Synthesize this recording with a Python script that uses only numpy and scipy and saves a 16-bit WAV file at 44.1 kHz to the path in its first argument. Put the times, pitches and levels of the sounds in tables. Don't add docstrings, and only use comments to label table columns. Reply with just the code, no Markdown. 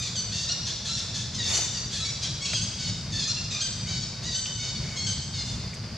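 import sys
import numpy as np
from scipy import signal
from scipy.fft import rfft, irfft
from scipy.io import wavfile
from scipy.ndimage import map_coordinates

SR = 44100
rng = np.random.default_rng(int(sys.argv[2]) if len(sys.argv) > 2 else 0)


def materialize(psi):
    bounded = np.clip(np.atleast_2d(psi).T, -1, 1)
    quanta = np.round(bounded * 32767).astype(np.int16)
    wavfile.write(sys.argv[1], SR, quanta)


def voltage_ratio(level):
    return 10 ** (np.asarray(level, float) / 20)


N = 263277


def at_hz(points, hz):
    points_hz, values = np.transpose(points)
    return np.interp(np.log(np.maximum(hz, 1)), np.log(points_hz), values)


def rms_one(x):
    return x / np.sqrt(np.mean(x ** 2) + 1e-20)


def wobble(rate_hz, size):
    r = np.exp(-2 * np.pi * rate_hz / SR)
    settled = signal.lfilter([1], [1, -2 * r, r * r], rng.standard_normal(size + 8000))[8000:]
    return rms_one(settled)


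def colour(x, spectrum, lift_db=lambda hz: 0):
    hz = np.fft.rfftfreq(x.shape[-1], 1 / SR)
    gain_db = at_hz(spectrum, hz) + lift_db(np.maximum(hz, 1500))
    return rms_one(irfft(rfft(x) * voltage_ratio(gain_db), x.shape[-1]))


def resonance(x, hz, width_hz):
    r = np.exp(-np.pi * width_hz / SR)
    zeros = np.array([1, 0, -1]) * (1 - r * r) / 2
    return signal.lfilter(zeros, [1, -2 * r * np.cos(2 * np.pi * hz / SR), r * r], x)


# (frequency [Hz], likeness [0-1])
LIKENESS = [(60, 0.98), (130, 0.99), (280, 0.97), (590, .93), (1270, 0.9), (2720, 0.88), (5000, 0.83),
            (8000, 0.0), (11500, 0), (12500, .95)]


def stereo_noise(size):
    mid, side = rfft(rng.standard_normal((2, size)))
    alike = np.clip(at_hz(LIKENESS, np.fft.rfftfreq(size, 1 / SR)), 0, 1)
    ears = np.sqrt(1 + alike) * mid + np.sqrt(1 - alike) * side * [[1], [-1]]
    return irfft(ears, size) / np.sqrt(2)


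# (frequency [Hz], density [dB per Hz])
TRAFFIC = [(13, -55), (22, -41), (45, -8), (90, -0.5), (108, 2.5), (137, -0.5), (200, -5), (229, -8),
           (265, -17.5), (400, -24), (520, -39), (880, -120)]
# (frequency [Hz], density [dB per Hz])
AIR = [(180, -54), (300, -4.5), (474, -2), (670, -1.5), (760, -6.5), (835, -5), (1670, -6.5), (1890, -8),
       (2080, -5), (3910, -10.5), (4720, 3), (5350, -4), (12900, -35.5), (16800, -78), (22000, -120)]
TRAFFIC_DB, TRAFFIC_SWELL_DB, TRAFFIC_SWELLS_PER_S = -37, 2.17, 4.8
AIR_DB, AIR_SWELL_DB, AIR_SWELLS_PER_S = -43.5, 1.0, 12


def background():
    traffic_db = TRAFFIC_DB + TRAFFIC_SWELL_DB * wobble(TRAFFIC_SWELLS_PER_S, N)
    rumble = colour(stereo_noise(N), TRAFFIC) * voltage_ratio(traffic_db)
    air_db = AIR_DB + AIR_SWELL_DB * wobble(AIR_SWELLS_PER_S, N)
    return rumble + colour(stereo_noise(N), AIR) * voltage_ratio(air_db)


INSECT_HZ, INSECT_WIDTH_HZ, INSECT_DB, INSECT_PULSES_PER_S = 4700, 330, -51, 110


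def insects():
    t = np.arange(N) / SR
    pulse_phase = 2 * np.pi * INSECT_PULSES_PER_S * t + 4.3 * wobble(4.6, N)
    gate = (1 + np.cos(pulse_phase)) ** 2.2
    drive = rng.standard_normal((2, N)) * gate * voltage_ratio(1.3 * wobble(18, N))
    wing = resonance(drive, INSECT_HZ, INSECT_WIDTH_HZ)
    wing = resonance(wing, INSECT_HZ, INSECT_WIDTH_HZ)
    return voltage_ratio(INSECT_DB) * rms_one(wing)


# (time [s], peak level [dB])
CHIPS = [
    (5.681, -37),
    (5.858, -45),
]
CHIP_TOP_HZ, CHIP_FALL_HZ_PER_S, CHIP_S = 4850, 60000, .005


def chips():
    at_s, peak_db = np.array(CHIPS).T[:, :, None]
    t = np.arange(N) / SR - at_s
    tone = np.sin(2 * np.pi * (CHIP_TOP_HZ * t - CHIP_FALL_HZ_PER_S * t ** 2 / 2))
    return (voltage_ratio(peak_db) * tone * np.exp(-(t / CHIP_S) ** 2)).sum(axis=0)


# (time [s], level [dB], leaf contacts [per s])
RUSTLE = [
    (1.439, -48, 1400),
    (1.501, -39.5, 4100),
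    (1.561, -42.5, 8300),
    (1.622, -43.5, 7200),
    (1.68, -48.5, 3200),
    (1.74, -46, 230),
]
# (frequency [Hz], density [dB per Hz])
LEAVES = [(150, -48), (300, -23), (800, -22), (1600, -24.5), (2200, -15.5), (4000, -24), (6600, -11),
          (9000, -26.5), (13000, -41)]


def rustle():
    s, level_db, per_s = np.transpose(RUSTLE)
    t = np.arange(N) / SR
    contact = rng.random((2, N)) < np.interp(t, s, per_s) / SR
    hits = contact * rng.standard_normal((2, N))
    hits = hits * voltage_ratio(1.4 * np.minimum(rng.exponential(1, (2, N)), 4))
    low = signal.lfilter([.2], [1, -.8], hits)
    hits = hits - low + low.mean(axis=0) * 2.1 + 0.048 * hits[::-1]
    return colour(hits, LEAVES) * voltage_ratio(np.interp(t, s, level_db, left=-120, right=-120))


# (time [s], peak level [dB], centre [Hz], width [Hz])
TICKS = [(1.4, -30, 3500, 3100), (1.555, -25, 5700, 4000), (1.574, -37, 10500, 3000),
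         (1.54, -39, 10000, 3000), (1.587, -30, 550, 400), (2.533, -20.5, 1800, 2400),
         (2.535, -29, 600, 800), (2.531, -27, 4500, 3000), (3.549, -29, 4600, 2600),
         (4.235, -36, 6400, 3600), (4.457, -24, 3200, 1200), (4.467, -22.5, 5200, 2300),
         (5.733, -35, 2140, 350), (5.741, -35, 6500, 3500), (5.748, -36, 6000, 3500)]


def twigs():
    out, t = np.zeros(N), np.arange(1200) / SR
    for s, peak_db, hz, width_hz in TICKS:
        burst = rng.standard_normal(len(t)) * t / .001 * np.exp(-t / 0.0031)
        ring = resonance(resonance(burst, hz, width_hz), hz, width_hz)
        ring = signal.lfilter([1, 2, 1], [1], ring)
        at = round((s - .002) * SR)
        out[at:at + len(t)] += voltage_ratio(peak_db) * ring / np.abs(ring).max()
    return out


# (frequency [Hz], T60 [s])
FOREST_T60 = [(500, 1.2), (2800, 1.2), (6000, 1.36), (9000, 1.11), (13000, 0.87)]
FOREST_DB, FOREST_BUILD_S = 1.5, 0.0044
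SWAY_S, EAR_SWAY_S = .000045, .000012


def forest(x):
    t = np.arange(SR) / SR
    white, tail = stereo_noise(SR), 0
    edges_hz = 200 * 2 ** np.arange(0, 6.6, .5)
    for low, high in zip(edges_hz, edges_hz[1:]):
        half_octave = signal.butter(2, [low, high], "band", fs=SR, output="sos")
        decay = voltage_ratio(-60 * t / at_hz(FOREST_T60, np.sqrt(low * high)))
        tail = tail + signal.sosfilt(half_octave, white) * decay
    tail = tail * (1 - np.exp(-t / FOREST_BUILD_S))
    tail = tail / np.sqrt(np.sum(tail ** 2) / 2)
    sway = np.arange(N) + SWAY_S * SR * wobble(24, N)
    wet = signal.fftconvolve(map_coordinates(x, [sway], order=3)[None], tail, axes=1)[:, :N]
    stir = np.arange(N) + SWAY_S * SR * wobble(30, N)
    ears = [map_coordinates(ear, [stir + EAR_SWAY_S * SR * wobble(8, N)], order=3) for ear in wet]
    return voltage_ratio(FOREST_DB) * np.array(ears)


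def nearest(table, s):
    return min(table, key=lambda row: abs(row[0] - s))[1:]


def waver(rate_hz, size):
    return wobble(rate_hz, 11000)[:size]


# (time [s], pitch settling [s], favoured resonance [Hz], its lift [dB], added chest [dB])
PLACING = [(0, 0.042, 3500, 2.5, 3.5), (.154, 0.012, 4440, 3.5, -5), (.315, 0.012, 3680, -3.5, 0),
           (.472, 0.0019, 5700, 2, -8), (.66, 0.024, 3480, 0, 0), (.845, 0.032, 3540, 0.5, 5.5),
           (.87, .025, 4050, 5.5, -0.5), (.965, 0.024, 5170, 6, 4), (1.14, 0.027, 3450, -1.5, 2),
           (1.378, 0.033, 3700, 9, 3), (1.432, 0.023, 3440, 9, -4.5), (1.52, 0.019, 3540, -8, -5.5),
           (1.605, 0.013, 6200, 12, -17), (1.73, 0.035, 4600, 5.5, 2.5), (1.91, 0.026, 3500, 2, 1.5),
           (1.995, 0.014, 3900, 10, -1), (2.05, 0.019, 4570, 5, 1), (2.215, 0.028, 4280, 0, 1.5),
           (2.41, 0.033, 5740, 1, 1.5), (2.455, 0.024, 2680, 16.5, -4.5), (2.535, 0.017, 4800, 2, -11),
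           (2.563, 0.0027, 6000, -2, -4.5), (2.6, .014, 6450, 8, -3), (2.78, 0.038, 4570, 1.5, 2.5),
           (3.11, 0.029, 3600, 7.5, 4), (3.187, 0.0198, 5060, 8, -2), (3.272, 0.0025, 4200, 6.5, 0),
           (3.345, 0.023, 2740, 20, -4), (3.505, 0.024, 3680, 3.5, 0.5), (3.598, 0.0034, 4770, 0, -9),
           (3.855, 0.016, 4520, 2, -0.5), (4.01, 0.02, 4480, 1, -18), (4.22, 0.026, 3770, 2, 3),
           (4.34, 0.013, 6030, 3.5, -4), (4.44, 0.025, 3070, 11, 0), (4.575, 0.009, 3900, 1, 2),
           (4.75, 0.022, 4500, 8, 4), (4.81, 0.057, 2280, 1.5, 4), (4.96, 0.069, 4280, 5, 1),
           (5.065, 0.024, 3040, 1.5, -2.5), (5.325, 0.058, 4980, 8, -2.5), (5.45, 0.022, 3720, -1, -11)]
# (time [s], overshoot [share], time to top [s], later sag [share per s])
ARCHES = [
    (.024, 0.0045, .01, 0.51),
    (.315, 0.009, 0.021, 0),
    (3.272, 0.00025, .01, 0.25),
    (3.505, 0.01, 0.011, 0.043),
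    (3.598, 0.048, 0.00546, 0.0086),
    (3.855, 0.021, .03, 0.011),
    (4.22, .02, 0.053, 0.185),
    (4.575, 0.0044, 0.039, 0),
    (4.96, .005, 0.036, 0),
    (5.325, 0.014, 0.026, 0.29),
]


def fold_pitch(t, s, onset_hz, held_hz, sag, hold_s):
    settle_s = max(nearest(PLACING, s)[0], .003)
    arches = [row[1:] for row in ARCHES if abs(row[0] - s) < .005]
    arch, top_s, sag = arches[0] if arches else (0, 1, sag)
    moving_s = np.maximum(t - hold_s * (onset_hz < held_hz), 0)
    pitch = held_hz * (1 - sag * t) + (onset_hz - held_hz) * np.exp(-moving_s / settle_s)
    rise = moving_s / max(top_s, .003)
    return pitch * (1 + arch * rise * np.exp(1 - rise))


BREAKS_DB = 3
RASP_FROM_PARTIAL, RASP_SLOPE_DB_PER_OCTAVE = 5.5, -16


def fold_source(pitch, harsh):
    size = len(pitch)
    tremble = (.003 + .014 * harsh) * waver(35, size) + .05 * harsh ** 2 * waver(200, size)
    phase = 2 * np.pi * np.cumsum(pitch * (1 + tremble)) / SR
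    k = np.arange(1, 19)[:, None]
    breaks_db = BREAKS_DB * np.array([signal.detrend(waver(40, size), type="constant") for _ in k])
    rasp_db = RASP_SLOPE_DB_PER_OCTAVE * np.log2(np.maximum(k / RASP_FROM_PARTIAL, 1))
    partials = voltage_ratio(breaks_db + rasp_db) * (k * pitch.max() < 13000)
    pulses = rms_one((partials * np.cos(k * phase + 0.298 * k ** 2)).sum(axis=0))
    chaos = rms_one(rng.standard_normal(size) * (1 + 0.11 * np.cos(phase)))
    flutter = voltage_ratio((-0.5 + 0.39 * harsh) * waver(50, size))
    return (np.sqrt(1 - harsh ** 1.5) * pulses + harsh ** .75 * chaos) * flutter


# (time [s], gape [-1 pressed to 1 open], lip resonance [Hz], bared teeth [0-1])
GAPE = [(0, -0.48, 3940, 0.76), (.15, -0.61, 4400, 0.65), (.47, 0.28, 5300, 0), (0.851, -0.24, 3830, 0.6),
        (1.2, 0.39, 3530, 0.36), (1.34, 0.28, 4780, 0.6), (1.52, -0.26, 3220, 0.5), (1.73, 0.99, 4760, 0.6),
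        (2.0, 1, 4170, 0.47), (2.45, 0.16, 2900, 0.26), (2.8, -0.5, 4460, 0.86), (3.199, -0.4, 4240, 0.92),
        (3.55, 0.57, 4160, 0.07), (3.95, 0.11, 4430, 0.45), (4.35, -1, 3920, 0.76), (4.8, 0.71, 4740, 0.65),
        (5.07, -0.51, 3270, 0.6), (5.4, 0.69, 4470, 0.6)]
# (time [s], resonance [Hz], lift or dip [dB], attack [s])
ACCENTS = [(0, 7300, -5, .004), (.024, 4230, 5, 0.013), (.154, 6260, 5.5, 0.019), (.315, 5450, -2, 0.029),
           (.472, 6800, -6, 0.034), (.66, 5000, 0, 0.027), (.845, 5040, -1, 0.027), (.87, 5570, 7, 0.044),
           (.965, 4300, 0, 0.023), (1.14, 5000, 1.5, 0.025), (1.342, 5400, 4, 0.023),
           (1.378, 4840, 5.5, 0.016), (1.432, 5300, 5.5, 0.0085), (1.52, 6700, 8, 0.035),
           (1.605, 4600, -4, .015), (1.73, 5900, 3, 0.027), (1.91, 4100, 2.5, 0.056),
           (1.995, 5300, 6, 0.037), (2.05, 5730, 5, 0.017), (2.215, 5060, 4.5, 0.034),
           (2.41, 8000, 7, 0.032), (2.455, 4300, 1, 0.0092), (2.535, 8000, 3, 0.011),
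           (2.563, 4700, 2, 0.023), (2.6, 4850, -4, 0.028), (2.78, 5160, 5, 0.044),
           (3.11, 4840, 4.5, 0.055), (3.19, 4200, 1, 0.02), (3.245, 5000, 3, 0.043),
           (3.272, 5600, 8.5, .02), (3.345, 4150, -14, 0.033), (3.505, 6060, 0, 0.031),
           (3.598, 8040, 2.5, 0.022), (3.855, 5260, 3, 0.038), (4.01, 5470, 2, .03), (4.22, 4700, 4, 0.042),
           (4.3, 5700, -2, 0.027), (4.34, 7500, 0, 0.015), (4.44, 6000, 3, 0.017), (4.575, 5170, 6, 0.039),
           (4.75, 5500, 5, 0.018), (4.81, 4500, 2, 0.016), (4.96, 3300, 0, 0.022), (5.065, 4750, 0, 0.018),
           (5.325, 4250, 5, 0.041), (5.45, 4980, -8, 0.022)]
GAPE_CHEST_DB, GAPE_TILT_DB = 11.5, 4
LIP_DB, LIP_WIDTH_HZ = 2.5, 280
BARED_DB, BARED_HZ = 16, 7200
PLACING_WIDTH_HZ, MOUTH_WIDTH_HZ = 215, 400


def mouth_lift(s, mouth):
    first_hz, first_db, second_hz, second_db, chest_db, tilt_db = mouth
    at_s, *face = np.transpose(GAPE)
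    gape, lip_hz, bared = [np.interp(s, at_s, column) for column in face]
    _, placed_hz, placed_db, added_db = nearest(PLACING, s)
    accent_hz, accent_db, _ = nearest(ACCENTS, s)
    chest_db = chest_db + GAPE_CHEST_DB * gape + added_db
    tilt_db = tilt_db + GAPE_TILT_DB * gape
    peaks = [(first_hz, first_db, MOUTH_WIDTH_HZ), (second_hz, second_db, MOUTH_WIDTH_HZ),
             (accent_hz, accent_db, MOUTH_WIDTH_HZ), (placed_hz, placed_db, PLACING_WIDTH_HZ),
             (lip_hz, LIP_DB, LIP_WIDTH_HZ)]

    def lift_db(hz):
        cavities = sum(db * np.exp(-.5 * ((hz - peak_hz) / width_hz) ** 2) for peak_hz, db, width_hz in peaks)
        teeth = BARED_DB * (bared - .4) / (1 + (BARED_HZ / hz) ** 8)
        chest = chest_db / (1 + (hz / 2900) ** 10)
        tilt = tilt_db * np.log2(np.minimum(hz, 9500) / 4500)
        return cavities + teeth + chest + tilt

    return lift_db


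# (time [s], added harshness [0-1 scale])
STRAIN = [(0, -.15), (.024, .2), (.145, -.08), (.315, -.1), (.465, -.14), (.66, .08), (.845, .05),
          (.87, -.03), (.965, .08), (1.3, 0), (1.35, -.05), (1.378, -.2), (1.432, .02), (1.52, .2),
          (1.605, -.05), (1.7, -.26), (1.91, .03), (2.0, -.03), (2.3, 0), (2.41, -.12), (2.455, .05),
          (2.535, -.12), (2.6, -.1), (2.78, .03), (3.11, .04), (3.19, -.08), (3.245, .2), (3.272, -.05),
          (3.345, -.1), (3.505, .08), (3.6, -.02), (3.855, -.04), (4.22, 0), (4.34, -.15), (4.575, -.14),
          (4.81, 0), (4.96, -.2), (5.065, .05), (5.325, -.12), (5.45, -.03)]
# (frequency [Hz], density [dB per Hz])
THROAT = [(600, -28), (1200, -12), (1800, -8.5), (2300, -13.5), (3020, -3), (3280, 2), (3800, 0.5),
          (4400, 3), (5400, -2), (6300, 3), (7700, -10), (8500, -18.5), (11000, -32.5), (13100, -53)]
LEAD_S, RELEASE_S = .008, .016
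SCOOP_DB_PER_OCTAVE = 4


def note(row, folds, voice, mouth):
    s, length_s, onset_hz, held_hz, level_db = row
    (harsh, sag, hold_s), (change_db, shape) = folds, voice
    harsh = np.clip(harsh + np.interp(s, *np.transpose(STRAIN)), 0, 1)
    t = np.arange(-LEAD_S, length_s + 0.023, 1 / SR)
    pitch = fold_pitch(t, s, onset_hz, held_hz, sag, hold_s)
    sound = colour(fold_source(pitch, harsh), THROAT, mouth_lift(s, mouth))
    scoop_db = SCOOP_DB_PER_OCTAVE * np.log2(np.minimum(pitch / held_hz, 1))
    effort_db = level_db + change_db * np.clip(t / length_s, 0, 1) ** shape + scoop_db
    attack_s = max(nearest(ACCENTS, s)[-1], .003)
    fade = np.minimum((t - t[0]) / attack_s, (t[-1] - t) / RELEASE_S)
    return sound * voltage_ratio(effort_db) * np.sin(np.pi / 2 * np.clip(fade, 0, 1)) ** 2


# (time [s], length [s], onset [Hz], held [Hz], level [dB])
SQUAWKS = [(.315, 0.14, 807, 914, -31), (.66, 0.051, 898, 833, -29.5), (.845, 0.058, 882, 872, -31.5),
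           (.965, 0.049, 909, 886, -31.5), (1.14, 0.07, 843, 861, -31.5), (1.342, 0.018, 1077, 1040, -30.5),
           (1.73, 0.07, 1017, 902, -33.5), (1.903, 0.097, 840, 844, -30.5), (2.215, 0.048, 803, 817, -28),
           (2.455, 0.11, 825, 848, -32.5), (5.45, 0.095, 715, 726, -41.5)]
# (time [s], length [s], onset [Hz], held [Hz], level [dB])
WHINES = [(1.378, 0.037, 1030, 885, -33.5), (1.432, 0.073, 890, 896, -32.5), (2.772, 0.12, 749, 736, -36.5),
          (3.105, 0.082, 971, 880, -33.5), (3.19, 0.052, 877, 828, -33.5), (3.245, .025, 850, 858, -39),
          (3.855, 0.12, 688, 755, -36), (4.22, 0.066, 840, 986, -35.5), (4.3, 0.053, 945, 894, -36.5),
          (4.575, 0.12, 704, 745, -37), (4.81, 0.14, 735, 752, -46), (5.325, 0.094, 755, 715.4, -36.5)]
# (time [s], length [s], onset [Hz], held [Hz], level [dB])
YELPS = [(0, .012, 1227, 1208, -28), (.024, 0.054, 1211, 1187, -28.5), (2.05, 0.049, 1120, 1148, -29),
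         (2.41, 0.051, 1095, 1140, -27.5), (3.505, 0.071, 1276, 1212, -28.5), (4.01, 0.02, 1140, 1095, -30),
         (4.75, 0.032, 1154, 1104, -32.5), (4.96, 0.11, 1066, 1095, -28.5)]
# (time [s], length
# [s], onset [Hz], held [Hz], level [dB])
SQUEALS = [(.154, 0.045, 1652, 1502, -28), (.477, 0.043, 1275, 1417, -26.5), (.87, 0.083, 1286, 1402, -32),
           (1.52, 0.057, 1498, 1507, -25), (1.605, 0.037, 1632, 1500, -33.5),
           (1.995, 0.035, 1342, 1296, -31.5), (2.535, 0.043, 1615, 1606, -29.5),
           (2.563, 0.028, 1610, 1508, -32), (2.6, 0.033, 1588, 1613, -32.5),
           (3.272, 0.037, 1255, 1427, -28), (3.345, 0.056, 1360, 1395, -42),
           (3.598, 0.066, 1390, 1558, -28.5), (4.345, 0.043, 1509, 1522, -27.5),
           (4.44, .15, 1512, 1533, -41), (5.065, 0.06, 1590, 1560, -30)]
# (harshness 0 clear - 1 chaotic, pitch sag share per s, onset hold s)
SQUAWK_FOLDS, WHINE_FOLDS = (.75, 0, .008), (.54, 0, .008)
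YELP_FOLDS, SQUEAL_FOLDS = (.54, 0, .008), (.5, .1, .016)
# (level change over the note dB, shape of that change)
SQUAWK_VOICE, WHINE_VOICE = (-5, 2), (2.2, 0.12)
YELP_VOICE, SQUEAL_VOICE = (-6, 0.45), (-2, 1.14)
# (first resonance Hz, lift dB, second resonance Hz, lift dB, chest dB, brightness dB per octave)
SQUAWK_MOUTH, WHINE_MOUTH = (3500, 0.96, 3570, 2.04, 2.6, 5.54), (2140, 10.3, 6760, 4.3, 2.1, 4.7)
YELP_MOUTH, SQUEAL_MOUTH = (2270, 11.4, 7370, 3.5, 1, 4.2), (9600, 0.37, 7700, 3.9, 2.5, 0.31)


def monkey():
    out = np.zeros(N + SR)
    kinds = [(SQUAWKS, SQUAWK_FOLDS, SQUAWK_VOICE, SQUAWK_MOUTH), (WHINES, WHINE_FOLDS, WHINE_VOICE, WHINE_MOUTH),
             (YELPS, YELP_FOLDS, YELP_VOICE, YELP_MOUTH), (SQUEALS, SQUEAL_FOLDS, SQUEAL_VOICE, SQUEAL_MOUTH)]
    for rows, *kind in kinds:
        for row in rows:
            sound, at = note(row, *kind), round(row[0] * SR)
            out[at:at + len(sound)] += sound
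    return out[round(LEAD_S * SR):][:N]


def scene():
    voice, ticks = monkey(), twigs() + chips()
    near = voice + ticks + forest(voice + 0.14 * ticks) + rustle()
    return (near + insects() + background()) * voltage_ratio([[.3], [-.3]])


def band_limit(x):
    return signal.sosfilt(signal.butter(12, 13080, fs=SR, output="sos"), x)


SIDE_CUT_HZ, CUTOFF_HZ = 10100, 13090


def record(dry):
    hz, (left, right) = np.fft.rfftfreq(N, 1 / SR), rfft(dry)
    mid = (left + right) / 2
    side = (left - right) / 2 * (.1 + .9 / (1 + (hz / SIDE_CUT_HZ) ** 24))
    mix = irfft((mid + side * [[1], [-1]]) * (hz < CUTOFF_HZ), N)
    return band_limit(mix)


dry = scene()
out = record(dry)
materialize(out)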